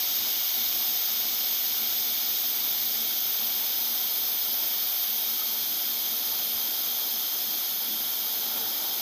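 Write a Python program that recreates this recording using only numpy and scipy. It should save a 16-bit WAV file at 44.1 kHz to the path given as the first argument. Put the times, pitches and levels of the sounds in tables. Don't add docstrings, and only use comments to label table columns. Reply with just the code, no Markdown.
import sys
import numpy as np
from scipy import signal
from scipy.fft import rfft, irfft, next_fast_len
from scipy.io import wavfile

SR = 44100
rng = np.random.default_rng(int(sys.argv[2]) if len(sys.argv) > 2 else 0)


def to_wav(s):
    ch = np.atleast_2d(s).T
    pcm = np.round(np.clip(ch, -1, 1) * 32767)
    wavfile.write(sys.argv[1], SR, pcm.astype(np.int16))


N = 397341
TIME = np.arange(N) / SR


def undb(db):
    return 10 ** (np.asarray(db) / 20)


def unit(x):
    return x / np.sqrt(np.mean(np.abs(x) ** 2))


def curves(table, t):
    times, *columns = np.transpose(table)
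    return [np.interp(t, times, column) for column in columns]


def colour(points, hz):
    f, db = np.transpose(points)
    return np.interp(np.log(hz + 1), np.log(f), db)


def bell(x, centre, width):
    return np.exp(-((x - centre) / width) ** 2)


def noise(gain_of_hz):
    size = next_fast_len(N, real=True)
    spectrum = rfft(rng.standard_normal(size)) * gain_of_hz(np.fft.rfftfreq(size, 1 / SR))
    return unit(irfft(spectrum, size)[:N])


def walk(rate_hz, t):
    size = 8192
    knots = np.linspace(0, N / SR, size)
    hz = np.fft.rfftfreq(size, knots[1])
    drift = irfft(rfft(rng.standard_normal(size)) * bell(hz, 0, rate_hz))
    return np.interp(t, knots, unit(drift))


def band_level(power, hz, lo, hi):
    return np.sqrt((power * ((hz > lo) & (hz < hi))).mean(axis=0))


# f/Hz, relative level/dB
JET_SPECTRUM = [(500, -40), (1200, -26), (1750, -20), (2700, -14.5), (3300, -8), (5000, -4.5), (6500, -12),
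                (7400, -20.5), (9400, -25.5), (10300, -15.5), (11500, -14.5), (12400, -1), (13500, -3.5),
                (15400, -3.5)]
# f0/Hz, f1/Hz, width/Hz, g0/dB, g1/dB
GAP_RESONANCES = [(2254, 2280, 130, 5, 3), (2750, 2750, 67, -12, -8), (2850, 2800, 53, 5.5, 1),
                  (3200, 3220, 61, 4.5, 9.5), (3630, 3560, 210, 3, 3), (3966, 4000, 77, -9, -6),
                  (4420, 4570, 101, -13.5, -11), (4640, 4779, 75, -1, 1.8), (4940, 5060, 91, -11.5, -4.5),
                  (5120, 5245, 104, 3.5, 3), (5360, 5480, 120, -4.5, -6), (5880, 5860, 98, -4.5, -1),
                  (6020, 6240, 91, 6, 7.5), (6530, 6540, 220, 5.5, 5.5), (6880, 6300, 87, -11, -2.5),
                  (6980, 7900, 170, 5.5, -7), (7460, 7421, 74, 6, 7), (7460, 7680, 130, -11, -4),
                  (7850, 8101, 83, 7.5, 6.5), (8290, 8300, 124, 8.5, 7.5), (8470, 11000, 79, -8, -10),
                  (8740, 9300, 160, -4.4, -9), (9560, 9600, 200, -1.5, -13), (10180, 10156, 125, -12, 8),
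                  (10740, 10900, 230, 2, 7.5), (11600, 12040, 268, -1, 4), (12930, 13200, 540, 3.5, 0.5),
                  (14500, 14700, 320, 3.5, -14), (14908, 14873, 83, 4, 4.2)]
# t/s, position/seam length
TORCH_PATH = [(1.2, 0), (2.6, 0.14), (4.1, 0.42), (5.2, 0.4), (5.7, 0.73), (6.4, 0.83), (7.9, 0.93),
              (8.6, 0.84)]
# t/s, gain/dB
EDGE_GAIN = [(1, 1), (3.2, 0), (4.9, -1.5), (5.6, 0), (9, -2.5)]
# t/s, relative level/dB, extra level of the sizzle/dB
JET_LEVELS = [(0.05, -32.5, 3), (0.77, -33, 4), (4.19, -34.5, 5), (5.13, -34.5, 5.5), (5.43, -34.5, 4),
              (8.88, -35.5, 4), (8.95, -35, 3)]


def torch(tremor=.03, flutter_db=0.2, body_db=0.38, sizzle_db=0.82, edge_hz=13200, edge_width_hz=500):
    frames = dict(fs=SR, nperseg=1024, noverlap=768)
    hz, t, jet = signal.stft(rng.standard_normal(N), **frames)
    hz = hz[:, None]
    position = curves(TORCH_PATH, t)[0] + tremor * walk(3, t)
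    db = colour(JET_SPECTRUM, hz)
    for hz0, hz1, width, db0, db1 in GAP_RESONANCES:
        centre = hz0 + (hz1 - hz0) * position
        db = db + (db0 + (db1 - db0) * position) * bell(hz, centre, width)
    gain = undb(db + curves(EDGE_GAIN, t)[0] * bell(hz, edge_hz, edge_width_hz))
    level, top = curves(JET_LEVELS, t)
    body = undb(level + body_db) / band_level(gain ** 2, hz, 2800, 7000)
    sizzle = undb(level + top + sizzle_db) / band_level(gain ** 2, hz, 11800, 15400)
    sizzle_share = np.clip((hz - 7000) / 5000, 0, 1)
    gain = gain * (body * (1 - sizzle_share) + sizzle * sizzle_share)
    hiss = signal.istft(jet * gain, **frames)[1][:N]
    return hiss * undb(flutter_db * walk(50, TIME))


def steel_echoes(x, first_s=.002, wet_db=-15, t60_s=.07):
    age = np.arange(SR // 8) / SR
    response = rng.standard_normal(len(age)) * np.exp(-np.log(1000) * age / t60_s) * (age > first_s)
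    echoes = signal.fftconvolve(x, response / np.linalg.norm(response))[:N]
    wet = undb(wet_db)
    return (x + wet * echoes) / np.hypot(1, wet)


# f/Hz, relative level/dB
AIR_SPECTRUM = [(25, -24), (45, -28), (70, -21), (100, -17), (135, -9.5), (190, -3.5), (320, 2),
                (410, -1.5), (540, -2.5), (740, 5), (880, 1), (1000, -2.5), (1400, 0), (2200, -11.5)]
# t/s, base level/dB
MACHINE_LEVEL = [(0, -48), (2.8, -48.3), (4.7, -47.5), (5.05, -48), (5.4, -49), (6.5, -47.5), (7.3, -48),
                 (8.3, -47.5), (8.6, -45.5), (9, -45.5)]


def draught(air_db=1.26, flicker_db=1.7, cutoff_hz=4000):
    air = noise(lambda hz: undb(colour(AIR_SPECTRUM, hz)) / (1 + (hz / cutoff_hz) ** 4))
    for band_hz in [(30, 130), (430, 600), (950, 1150), (1150, 1400)]:
        band = signal.sosfiltfilt(signal.butter(2, band_hz, "bandpass", fs=SR, output="sos"), air)
        flicker = unit(undb(flicker_db * walk(15, TIME)))
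        air = air + band * (flicker - 1)
    return air * undb(curves(MACHINE_LEVEL, TIME)[0] + air_db)


# harmonic number, level re the machines/dB, line width/Hz, gain at full load/dB
FAN_HARMONICS = [(1, -11, 11, -0.5), (2, -16.5, 9.1, 6), (4, -15.5, 5.4, 10), (6, -19.5, 7.6, 7)]
# t/s, load/full load
FAN_LOAD = [(0, 0.1), (5, 0.4), (7.8, 0.2), (8.1, .35), (8.4, 0.66), (8.6, 1), (9, 0.5)]


def fan(blade_hz=225.2, waver=0.001994, steady=1.32, roar_hz=820, roar_width_hz=90, roar_db=-7):
    load = curves(FAN_LOAD, TIME)[0]
    phase = 2 * np.pi * np.cumsum(blade_hz * (1 + waver * walk(1.937, TIME))) / SR
    duct = load * undb(roar_db) * noise(lambda hz: bell(hz, roar_hz, roar_width_hz))
    for harmonic, db, width, load_db in FAN_HARMONICS:
        fading = steady + walk(width, TIME) + 1j * walk(width, TIME)
        tone = unit(np.real(fading * np.exp(1j * round(harmonic) * phase)))
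        duct = duct + undb(db + load_db * load) * tone
    return duct * undb(curves(MACHINE_LEVEL, TIME)[0])


def rumble(level_db=-70, centre_hz=90, width_hz=28):
    puffs = unit(.3 + np.maximum(walk(12, TIME), 0))
    return noise(lambda hz: bell(hz, centre_hz, width_hz)) * puffs * undb(level_db)


# t/s at the deepest, half length/s, gain/dB
BASS_LULLS = [(0.45, 0.064, -12), (1.03, 0.055, -11), (1.622, .05, -6), (3.35, .05, -6), (4.41, .05, -8),
              (4.986, 0.13, -11), (7.283, .04, -10), (8.153, .04, -6)]


def unsteady_lows(x, flutter_db=1.4, crossover_hz=390):
    db = flutter_db * walk(9.8, TIME)
    for at, half_length, depth_db in BASS_LULLS:
        db = db + depth_db * bell(TIME, at, half_length)
    low = signal.sosfiltfilt(signal.butter(2, crossover_hz, fs=SR, output="sos"), x)
    return x - low + low * undb(db)


# t/s, f/Hz, width/Hz, level before the envelope/dB, T60/s
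STEEL_KNOCK = (5.375, 1275, 50, -43, .4)


def far_knock(attack_s=.012):
    at, ring_hz, width_hz, db, t60 = STEEL_KNOCK
    age = np.maximum(TIME - at, 0)
    ring = noise(lambda hz: bell(hz, ring_hz, width_hz))
    envelope = (1 - np.exp(-age / attack_s)) * np.exp(-np.log(1000) * age / t60)
    return undb(db) * ring * envelope


def scene():
    hiss = steel_echoes(torch())
    workshop = unsteady_lows(draught() + fan() + rumble())
    return np.tile(hiss + workshop + far_knock(), (2, 1))


def record(dry, cutoff_hz=15420):
    return signal.sosfilt(signal.ellip(14, .1, 80, cutoff_hz, fs=SR, output="sos"), dry)


dry = scene()
out = record(dry)
to_wav(out)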